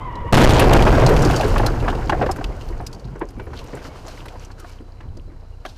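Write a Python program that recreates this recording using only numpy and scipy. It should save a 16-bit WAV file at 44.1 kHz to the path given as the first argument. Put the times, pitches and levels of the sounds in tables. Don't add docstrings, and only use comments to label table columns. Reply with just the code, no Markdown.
import sys
import numpy as np
from scipy import signal
from scipy.io import wavfile
from scipy.ndimage import uniform_filter1d

SR = 44100
rng = np.random.default_rng(int(sys.argv[2]) if len(sys.argv) > 2 else 0)


def invert_db(level):
    return 10 ** (np.asarray(level, dtype=float) / 20)


def bounce(signal):
    frames = np.transpose(np.atleast_2d(signal))
    limited = np.clip(frames, -1, 1)
    pcm = np.round(limited * 32767).astype(np.int16)
    wavfile.write(sys.argv[1], SR, pcm)


N = 254721

# f/Hz, level/dB per Hz
FLOOR_SPECTRUM = [(7.1, -33), (12, -1), (38, -1), (70, -5), (128, -6.5), (172, -20), (220, -23), (260, -22),
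                  (340, -32), (570, -120)]
PANEL_SPECTRUM = [(71, -33.5), (120, -4.5), (192, -11.5), (492, -11), (944, -17), (1500, -25), (2900, -40),
                  (9900, -73)]
SPLINTER_SPECTRUM = [(880, 8.5), (1500, 5), (1960, -3), (2910, 1), (3510, -6), (4820, -1.5), (11800, -18),
                     (14500, -16), (15200, -39.5), (16000, -46.5)]
FOLDING_SPECTRUM = [(30, -54.5), (100, 8.5), (350, -6.5), (900, -8), (3000, -28.5), (12000, -63)]
SKID_LEVELS = (-31, -38, -61.5)
# t/s, level/dB
VIOLENCE = [(.33, -36), (.49, -22), (.54, -3.5), (.73, -4), (.96, -12.5), (1.25, -15.5), (1.64, -18),
            (1.8, -23.5), (1.93, -23), (2.27, -28), (2.45, -30.5), (2.86, -36.5), (3.27, -41.5),
            (3.71, -35), (4.16, -38.5), (4.56, -43), (5.21, -48), (5.78, -47.5)]
# t/s, length/s, rumble level/dB
RUTS = [(.33, 0.09, -7.5), (.8, 0.24, -10), (1.25, 0.067, -10.5), (1.66, 0.27, -13.5), (2.14, 0.37, -19.5),
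        (2.72, 0.24, -26), (3.51, 0.3, -32), (4.1, 0.28, -41), (4.56, 0.085, -40), (5.18, 0.17, -31),
        (5.78, 0.21, -38)]
# t/s, length/s, rattle level/dB
GRAVEL_SHOWERS = [(1.38, 0.22, -31), (2.62, 0.1, -49), (3.585, 0.052, -46.5), (3.75, 0.12, -47.5),
                  (3.86, 0.027, -38.5), (3.98, 0.049, -46), (4.11, 0.072, -43), (4.19, 0.037, -44),
                  (4.27, 0.14, -50), (4.43, 0.05, -45.5), (4.6, 0.017, -45), (4.69, 0.076, -46.5),
                  (5.7, 0.065, -52.5), (5.77, 0.014, -52)]
# t/s, level/dB
OVERDRIVE = [
    (.5, -8.5),
    (1.1, 1.5),
    (1.398, -4.5),
]

# t/s, f/Hz, level/dB
TYRE_SLIP = [
    (0, 1010, -33),
    (.05, 1055, -34),
    (.1, 965, -32),
    (.17, 950, -32),
    (.215, 985, -31),
    (.245, 960, -35),
    (.262, 950, -30),
    (.287, 985, -27),
    (.32, 930, -33),
]
# multiple, level/dB
SLIP_HARMONICS = [(1, 2.5), (2, -11), (3, -19)]
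# pitch ratio to the first at start and at end, level/dB, blur/Hz
OTHER_TYRE = (1.17, 1.12, -8, 100)

# t/s, peak level/dB, ring f/Hz, top end level/dB
CHIP_TICKS = [
    (.1545, -35.5, 4000, -36),
    (.7327, -2, 2850, -1.5),
    (.823, -10, 2950, -19),
    (2.4418, -16, 2800, -30),
    (4.2837, -25.5, 2340, -25),
    (4.4478, -32, 5900, -11),
    (5.1706, -38, 4670, -22),
    (5.6514, -26, 2170, -16.5),
    (5.6605, -25, 3220, -19),
]
# t/s, peak level/dB, ring f/Hz, top end level/dB
PLASTIC_BREAKS = [(.4405, 2.5, 3370, -27), (.474, -17, 3360, -17), (.4895, -2, 3400, -12.5),
                  (.539, -24, 3550, -10), (.676, -27.5, 3000, 16), (.765, -18, 4300, -13),
                  (.5945, 0.5, 2540, -2), (1.0904, -20, 2700, -1), (1.1638, -15, 2460, -27),
                  (1.2979, -24, 3340, -24), (1.3094, -17.5, 2540, -9), (1.4087, -13.5, 2650, -14),
                  (1.479, -21, 2680, 3), (1.5794, -14.5, 2650, -8), (1.8003, -23, 2750, -27),
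                  (1.8821, -22, 2800, -29), (1.8994, -21, 3020, -23), (1.9495, -26, 2760, -22),
                  (2.0951, -15, 2780, -32), (2.2189, -25, 2830, -28), (2.2613, -24, 2800, -24),
                  (2.3605, -31, 3120, 8), (2.609, -30, 2840, -29), (3.3972, -36, 2770, -25),
                  (3.589, -25.5, 2840, -23), (5.0065, -39.5, 2610, -38)]
# t/s, peak level/dB, ring f/Hz, top end level/dB
STONE_HITS = [(1.063, -11.5, 4200, -41), (1.2216, -21, 5630, -13), (1.2486, -17, 4710, -23),
              (1.3613, -14, 4660, -30), (1.4431, -22, 4020, -24), (1.6621, -8, 4130, -7),
              (2.3126, -17.5, 5160, -4), (2.6863, -32.5, 4340, -10), (2.8652, -18.5, 4860, -8),
              (2.9287, -28, 4670, -19), (2.946, -32, 4540, -23), (2.995, -39, 4520, -21),
              (3.0495, -39.5, 4230, -18), (3.1921, -39, 4000, 23), (3.2869, -35, 5050, -13),
              (3.3044, -41, 4000, 14), (3.5339, -40, 4370, -18), (3.6394, -37.5, 4000, 7),
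              (3.7504, -33, 7400, -9), (4.0801, -27.5, 4220, -7), (4.2567, -34, 4000, 2),
              (4.5136, -37, 4370, -26), (4.5979, -33, 5550, 10)]
# t/s, peak level/dB, ring f/Hz, T60/s
FLOOR_BLOWS = [(.255, -20, 78.4, 0.22), (1.59, -28, 61.6, 0.037), (1.95, -14, 72, 0.12),
               (2.474, -36, 60.5, 0.047), (2.669, -34, 61.4, 0.053), (2.799, -21, 61.7, 0.12),
               (3.049, -17.5, 112, 0.093), (3.064, -23.5, 125.3, 0.51), (3.131, -25, 129, 0.091),
               (3.359, -21, 57, 0.14), (3.47, -23, 63, 0.15), (3.592, -48, 75.4, 0.089),
               (3.781, -41, 61.9, 0.087), (4.49, -52, 112.5, 0.084), (5.056, -21.5, 62.7, 0.061),
               (5.077, -20.5, 76.6, 0.17), (5.148, -27, 64.7, 0.061), (5.188, -32, 63.5, 0.14)]
# t/s, peak level/dB, ring f/Hz, upper ring level/dB
PANEL_KNOCKS = [(.3225, -13, 402, -32), (.966, -8, 334, -35), (1.09, -22, 393, 0), (1.253, -6, 365, -35),
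                (1.449, -4.5, 378, -7.5), (1.705, -15, 338, -14), (1.899, -18, 320, -10),
                (2.262, -5, 440, -5), (2.385, -19, 300, -4), (2.491, -21, 372, -20), (2.93, -38, 391, 2),
                (3.155, -22.5, 367, -5), (3.218, -10.5, 376, -12), (3.373, -22.5, 271, -34),
                (3.397, -21.5, 394, 0), (3.469, -24.5, 337, -4.5), (3.532, -21, 272, 2.5),
                (3.595, -29, 438, -11), (3.732, -19, 434, -12), (4.256, -23.5, 435, 1.5),
                (4.503, -31, 246.3, 5), (4.586, -35, 445, -14), (4.802, -26.5, 250, -19),
                (5.005, -30, 332, 4.5), (5.17, -26.5, 350, -26), (5.278, -33, 335, -25),
                (5.316, -35, 283, -10)]
# t/s, peak level/dB, ring f/Hz, upper ring level/dB
TRIM_KNOCKS = [(.886, -34, 685, -8), (1.035, -1.5, 520, -34), (1.299, -6, 725, -8), (1.561, -4, 606, 27),
               (1.631, -8.5, 510, -3), (1.776, -20, 594, -1), (1.88, -4, 687, -1), (1.989, -16, 690, -24),
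               (2.019, -31, 550, -3), (2.096, -1.5, 840, -0.5), (2.128, -7, 630, -1.5),
               (2.145, -13, 725, -12), (2.213, -3.5, 697, -12), (2.226, -5, 480, -6),
               (2.236, -10.5, 607, -10), (2.291, -7.5, 720, -39), (2.41, -14.5, 694, -10),
               (2.77, -27, 503, -28), (2.802, -18.5, 710, -16), (3.214, -13.5, 1030, 0),
               (3.849, -24, 524, -1), (4.079, -26, 624, -5), (4.645, -25.5, 705, -1.5),
               (5.651, -17, 640, -5), (5.661, -27, 1600, -3)]
# t/s, peak level/dB, ring f/Hz, upper ring level/dB
TRIM_TAPS = [(0.569, 5, 740, -12), (0.62, 1, 495, -2), (0.72, -11, 493, -2), (0.867, -6.5, 855, -1),
             (0.949, -13, 740, -6), (0.98, -4, 503, -18), (1.109, -14, 480, -7), (1.138, -16, 690, -9),
             (1.223, -28.5, 754, -9), (1.276, -18, 690, 10), (1.355, -25, 536, 4), (1.431, -8, 493, -5),
             (1.509, -19, 567, -3), (1.597, -4, 724, -15), (1.647, -12, 725, -21), (1.666, -16, 730, -19),
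             (1.739, -21, 730, -4), (1.848, -18, 525, -8), (1.928, -18, 697, 0), (2.122, -4, 700, -12),
             (2.361, -25, 608, 4), (3.206, -21.5, 920, -24), (3.224, -19, 530, -22), (3.696, -38, 560, -24),
             (3.721, -41, 530, -12), (3.771, -27, 657, 0), (3.816, -31, 556, -3), (3.885, -26, 530, -19),
             (3.955, -29.5, 970, -18), (4.062, -28, 754, -12), (4.09, -28, 638, -8), (4.172, -40, 980, -6),
             (4.31, -34, 846, -17), (4.355, -30.5, 963, -13), (4.398, -37, 1000, -6), (4.6, -33, 1320, -14),
             (4.624, -36, 1250, -13)]

# t/s, cabin pressure/full scale, crushing force/full scale
CABIN_PRESSURE = [
    (.325, 0, 0),
    (.329, -.3, .2),
    (.334, -1.5, .5),
    (.44, -1.1, .5),
    (.452, -1.7, .3),
    (.47, -1.1, .3),
    (.497, -.4, .25),
    (.504, -.05, .2),
    (.535, 0, .12),
    (.58, 0, 0),
]
# t/s, length/ms
SEAM_POPS = [(.3302, 2.1), (.3328, .9), (.3401, 2.9), (.3438, .2), (.3518, .5), (.3531, .3), (.3551, .2),
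             (.3602, 1.4), (.3678, 2.6), (.3739, .6), (.375, .4), (.3763, 1.7), (.3793, .3), (.3804, .6),
             (.3818, .3), (.3832, 1.2), (.3888, .2), (.3937, 2.6), (.3991, .5), (.403, 1), (.4077, .3),
             (.411, 1.9), (.4141, .4), (.4162, .5), (.4183, 1.4), (.4223, .8), (.4246, 1.2), (.4266, .3),
             (.4279, 1), (.434, 1.6), (.4387, 6.9), (.4464, .8), (.4498, .9), (.4581, .3), (.4655, 1.2),
             (.474, .4), (.4758, .4), (.481, 12), (.4936, 2.1), (.5012, 4), (.5279, 4.3), (.533, 2.8)]
# t/s, peak level/dB, f/Hz
BODY_ROCKS = [(0.467, -32, 43.7), (0.698, -12, 36.3), (.8, -11.5, 34), (0.931, -14, 31), (1.1, -37, 33.7),
              (1.302, -13.5, 36), (1.48, -9, 32.3), (1.602, -14, 39), (1.799, -19, 47), (2.2, -41, 40),
              (2.418, -18.5, 45), (2.619, -22, 30.7), (3.02, -24.5, 47.3), (3.16, -26.5, 37)]
# t/s, length/s, f/Hz, level/dB
SPLINTER_STROKES = [(0.565, 0.042, 2860, -19.5), (0.626, 0.027, 2600, -20), (.76, 0.036, 2600, -23.5),
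                    (.89, 0.048, 2410, -31.5), (1.004, 0.035, 2530, -34), (2.185, 0.026, 1760, -39),
                    (2.305, 0.023, 900, -29.5), (3.58, .025, 3070, -42), (3.66, 0.045, 2200, -53),
                    (3.78, 0.044, 2280, -49), (3.955, .04, 2400, -51), (4.1, 0.033, 4160, -47),
                    (4.194, 0.018, 4000, -49), (4.43, .02, 2490, -48), (5.694, 0.028, 4100, -46),
                    (5.766, 0.022, 3900, -54)]
# t/s, f/Hz, level/dB
TYRE_DRAG = [
    (.98, 97.85, -44),
    (1.025, 111.3, -15),
    (1.06, 130.4, -13.5),
    (1.1, 134.2, -27),
    (1.13, 159, -12.5),
    (1.18, 141.7, -25),
    (1.25, 134.3, -24),
    (1.32, 114, -20.5),
    (1.4, 109, -41),
]
# t/s, length/s, f/Hz, level/dB
PAD_SQUEAKS = [
    (2.63, .11, 14500, -68),
    (2.82, .035, 9000, -65),
    (3.36, .1, 2300, -56),
    (3.87, .09, 2200, -58),
    (4.67, .05, 2300, -60),
    (5.52, .04, 2850, -66),
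    (3.41, .07, 11200, -70),
    (3.42, .045, 14500, -70),
]
# t/s, f/Hz, level/dB
ENGINE_FIRING = [
    (3.6, 28.57, -72),
    (3.8, 28.97, -38.5),
    (3.97, 29.67, -43.5),
    (4.29, 31.3, -36),
    (4.8, 31, -38),
    (5.08, 29.97, -40.5),
    (5.39, 27.85, -38),
    (5.55, 30.06, -34.5),
    (5.78, 30.1, -42),
]
# multiple, level/dB
FIRING_HARMONICS = [(1, 4), (2, -2), (3, -2), (4, -15)]
# f/Hz, width/Hz, level/dB
ACCESSORY_WHINE = [(4030, 25, -74), (4400, 900, -74), (940, 40, -71), (8860, 60, -88)]


def curve(rows):
    s, *columns = np.transpose(rows)
    return [np.interp(np.arange(N) / SR, s, c) for c in columns]


def during(rows, fade=0.021):
    start, end = rows[0][0], rows[-1][0]
    return np.interp(np.arange(N) / SR, [start - fade, start, end, end + fade], [0, 1, 1, 0])


def evened(x):
    return x / np.sqrt(np.mean(x ** 2) + 1e-20)


def coloured(x, points):
    f, db = np.transpose(points)
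    hz = np.abs(np.fft.fftfreq(2 ** 14, 1 / SR))
    level_db = np.interp(np.log(hz + 1), np.log(f + 1), db, left=-70, right=-70)
    log_gain = np.log(invert_db(level_db))
    taps = np.fft.ifft(np.exp(np.conj(signal.hilbert(log_gain)))).real[:2 ** 13]
    return evened(signal.oaconvolve(x, taps)[:len(x)])


def resonate(x, hz, width):
    turn = np.exp(2j * np.pi * np.cumsum(hz * np.ones(len(x))) / SR)
    r = np.exp(-np.pi * width / SR)
    return 2 * (turn * signal.lfilter([1 - r], [1, -r], x / turn)).real


def ring(burst, hz, width):
    return evened(resonate(resonate(burst, hz, width), hz, 3 * width))


def grit(per_s, spread_db, tail_s):
    contact = rng.random(N) < per_s / SR
    size = invert_db(spread_db * np.minimum(rng.exponential(1, N), 4)) * contact
    power = signal.lfilter([1], [1, -np.exp(-1 / (tail_s * SR))], size ** 2)
    return np.sqrt(power + 0.83 * power.mean()) * rng.standard_normal(N)


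def pieces(lo_hz, hi_hz, sharpness, per_s, tail_s, count):
    pitches = np.geomspace(lo_hz, hi_hz, count) * rng.uniform(0.782, 1.092, count)
    return evened(sum(np.sqrt(f) * ring(grit(per_s, 6.6, tail_s), f, f / sharpness) for f in pitches))


def swells(rows):
    t = np.arange(N) / SR
    return sum(invert_db(2 * db) * np.exp(-((t - s) / length) ** 2 * 2) for s, length, db in rows)


def strike(rows, shape, rise_s, blow):
    out, t = np.zeros(N + 8192), np.arange(8192) / SR
    for (s, db, *colour, t60), noise in zip(rows, rng.standard_normal((len(rows), 8192))):
        envelope = (1 - np.exp(-t / rise_s)) * invert_db(-60 * t / t60)
        burst = shape(noise * envelope + blow * signal.unit_impulse(8192, 4), *colour)
        out[round(s * SR):][:8192] += invert_db(db) * burst / np.abs(burst).max()
    return out[:N]


def ringing(rows, t60_s, *upper_hz):
    return [(s, db, hz, *upper_hz, upper_db, t60_s) for s, db, hz, upper_db in rows]


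def slide():
    violence_db, = curve(VIOLENCE)
    touched = np.arange(N) / SR > .326
    rumble_gain = np.sqrt(invert_db(2 * (violence_db - 1)) + swells(RUTS))
    rattle_gain = np.sqrt(invert_db(2 * (0.82 * violence_db - 22)) + swells(GRAVEL_SHOWERS))
    skid_gains = invert_db(np.array(SKID_LEVELS))[:, None]
    gains = np.where(touched, [rumble_gain, invert_db(violence_db), rattle_gain], skid_gains)
    rumble = coloured(grit(per_s=150, spread_db=.7, tail_s=.015), FLOOR_SPECTRUM)
    panels = pieces(199, 2870, sharpness=4.15, per_s=30, tail_s=0.0087, count=9)
    folds = evened(grit(per_s=140, spread_db=5.0, tail_s=0.0096))
    crunch = coloured(folds + invert_db(-7.5) * panels, PANEL_SPECTRUM)
    splinters = pieces(2300, 9700, sharpness=4.0, per_s=25, tail_s=0.001, count=8)
    gravel = evened(grit(per_s=440, spread_db=-0.5, tail_s=0.00091))
    rattle = coloured(gravel + invert_db(-6.0) * splinters, SPLINTER_SPECTRUM)
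    return (gains * [rumble, crunch, rattle]).sum(axis=0)


def squeal():
    hz, db = curve(TYRE_SLIP)
    out = np.zeros(N)
    for first, last, tyre_db, blur in [(1, 1, 0, 55), OTHER_TYRE]:
        factor, = curve([(TYRE_SLIP[0][0], first), (TYRE_SLIP[-1][0], last)])
        slips, waver = rng.standard_normal((2, N))
        waver = evened(uniform_filter1d(uniform_filter1d(waver, size=500), size=500))
        slip_hz = factor * hz * (1 + .014 * waver)
        turns = np.cumsum(slip_hz) / SR
        for k, harmonic_db in SLIP_HARMONICS:
            random_slips = ring(slips, k * slip_hz, blur * k)
            regular_slips = invert_db(tyre_db) * np.cos(2 * np.pi * k * turns)
            out += invert_db(tyre_db + harmonic_db) * (random_slips + regular_slips)
    return invert_db(db - 7.5) * out * during(TYRE_SLIP, fade=.005)


def crack(burst, hz, top_db):
    broad = evened(resonate(ring(burst, 1.02 * hz, 3500), 1.26 * hz, 4900))
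    snap = invert_db(-4.5) * ring(burst, hz, 270) + broad
    top = evened(resonate(resonate(burst, 9600, 7300), 6500, 9900))
    return snap + invert_db(top_db) * top


def thud(burst, hz):
    return resonate(resonate(burst, hz, .5 * hz), hz, 2 * hz)


def knock(burst, low_hz, high_hz, high_db):
    front = burst * invert_db(-506 * np.arange(len(burst)) / SR)
    modes = ring(burst, low_hz, 128) + invert_db(high_db) * ring(front, high_hz, 265)
    tap = invert_db(high_db - 5.0) * ring(front, 1345, 405)
    boom = invert_db(-4.5) * ring(burst, 324, 182)
    return signal.lfilter(*signal.butter(2, 2600, fs=SR), modes + tap + boom)


def collision():
    pressure, force = curve(CABIN_PRESSURE)
    popping = np.zeros(N)
    for s, length_ms in SEAM_POPS:
        popping[round(s * SR):round((s + length_ms / 1000) * SR)] = 1
    popping = uniform_filter1d(popping, size=11)
    folding = coloured(grit(per_s=250, spread_db=2.5, tail_s=.006), FOLDING_SPECTRUM)
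    tearing = ring(grit(per_s=500, spread_db=3, tail_s=.001), 2600, 3000)
    pop_pressure = .85
    return (1 - popping) * pressure + popping * pop_pressure + force * (folding + invert_db(-11) * tearing)


def shudder():
    out, t = np.zeros(N + SR), np.arange(SR) / SR
    rise_s, t60_s = 0.051, 0.6
    for s, db, hz in BODY_ROCKS:
        swing = (1 - np.exp(-t / rise_s)) * invert_db(db - 60 * t / t60_s) * np.sin(2 * np.pi * hz * t)
        out[round(s * SR):][:SR] += np.sqrt(2) * swing
    return out[:N]


def scrapes():
    rough = evened(grit(per_s=600, spread_db=2.5, tail_s=.0015))
    out = np.zeros(N)
    for s, length, hz, db in SPLINTER_STROKES:
        near = slice(round((s - 2 * length) * SR), round((s + 2 * length) * SR))
        out[near] += np.sqrt(swells([(s, length, db)])[near]) * ring(rough[near], hz, 0.45 * hz)
    return out


def groan():
    hz, db = curve(TYRE_DRAG)
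    tone = np.sqrt(2) * np.cos(2 * np.pi * np.cumsum(hz) / SR)
    roughness = invert_db(-1.5) * ring(rng.standard_normal(N), hz, 23)
    return invert_db(db) * (tone + roughness) * during(TYRE_DRAG)


def squeaks():
    out = np.zeros(N)
    for s, length, hz, db in PAD_SQUEAKS:
        size = round(length * SR)
        tone = ring(rng.standard_normal(8192), hz, 45)[-size:]
        out[round(s * SR):][:size] += invert_db(db) * tone * signal.windows.tukey(size, .5)
    return out


def idle():
    hz, db = curve(ENGINE_FIRING)
    phase = 2 * np.pi * np.cumsum(hz) / SR
    uneven_db = 2.3 * evened(uniform_filter1d(rng.standard_normal(N), size=1500))
    firing = sum(invert_db(d) * np.cos(k * phase - .15 * k ** 2) for k, d in FIRING_HARMONICS)
    whine = sum(invert_db(d) * evened(resonate(rng.standard_normal(N), f, w)) for f, w, d in ACCESSORY_WHINE)
    return (whine - invert_db(db + uneven_db) * evened(firing)) * during(ENGINE_FIRING, fade=0.3)


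def scene():
    knocks = ringing(PANEL_KNOCKS, 0.12, 900) + ringing(TRIM_KNOCKS, .065, 1000)
    knocks += ringing(TRIM_TAPS, 0.064, 1517)
    cracks = ringing(PLASTIC_BREAKS, .045) + ringing(STONE_HITS, .04) + ringing(CHIP_TICKS, .023)
    hits = strike(FLOOR_BLOWS, thud, rise_s=.002, blow=9)
    hits += strike(knocks, knock, rise_s=.001, blow=5)
    hits += strike(cracks, crack, rise_s=0.0016, blow=1.6)
    overload_db, = curve([(0, 0.0067), (.32, 0.035)] + OVERDRIVE)
    driven = invert_db(overload_db) * (slide() + groan() + hits + scrapes())
    return (collision() + driven + shudder() + squeal() + squeaks() + idle())[None]


def top_cut(x):
    return signal.sosfilt(signal.butter(12, 15840, fs=SR, output="sos"), x)


def record(dry):
    travel = np.where(dry < 0, .49, .57)
    capsule = dry / (1 + np.abs(dry / travel) ** 4) ** (1 / 4)
    coupled = signal.lfilter([1, -1], [1, -np.exp(-1 / (.022 * SR))], capsule + .022 * dry)
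    clipped = coupled / (1 + np.abs(coupled / .43) ** 12) ** (1 / 12)
    mount_buzz = np.tanh(signal.lfilter([1, -1], [1, -.8], dry) * 2)
    lowpass = signal.firwin(61, 15000, fs=SR)[None]
    limited = signal.oaconvolve(clipped + .045 * mount_buzz, lowpass, "same")
    return top_cut(limited)


dry = scene()
out = record(dry)
bounce(out)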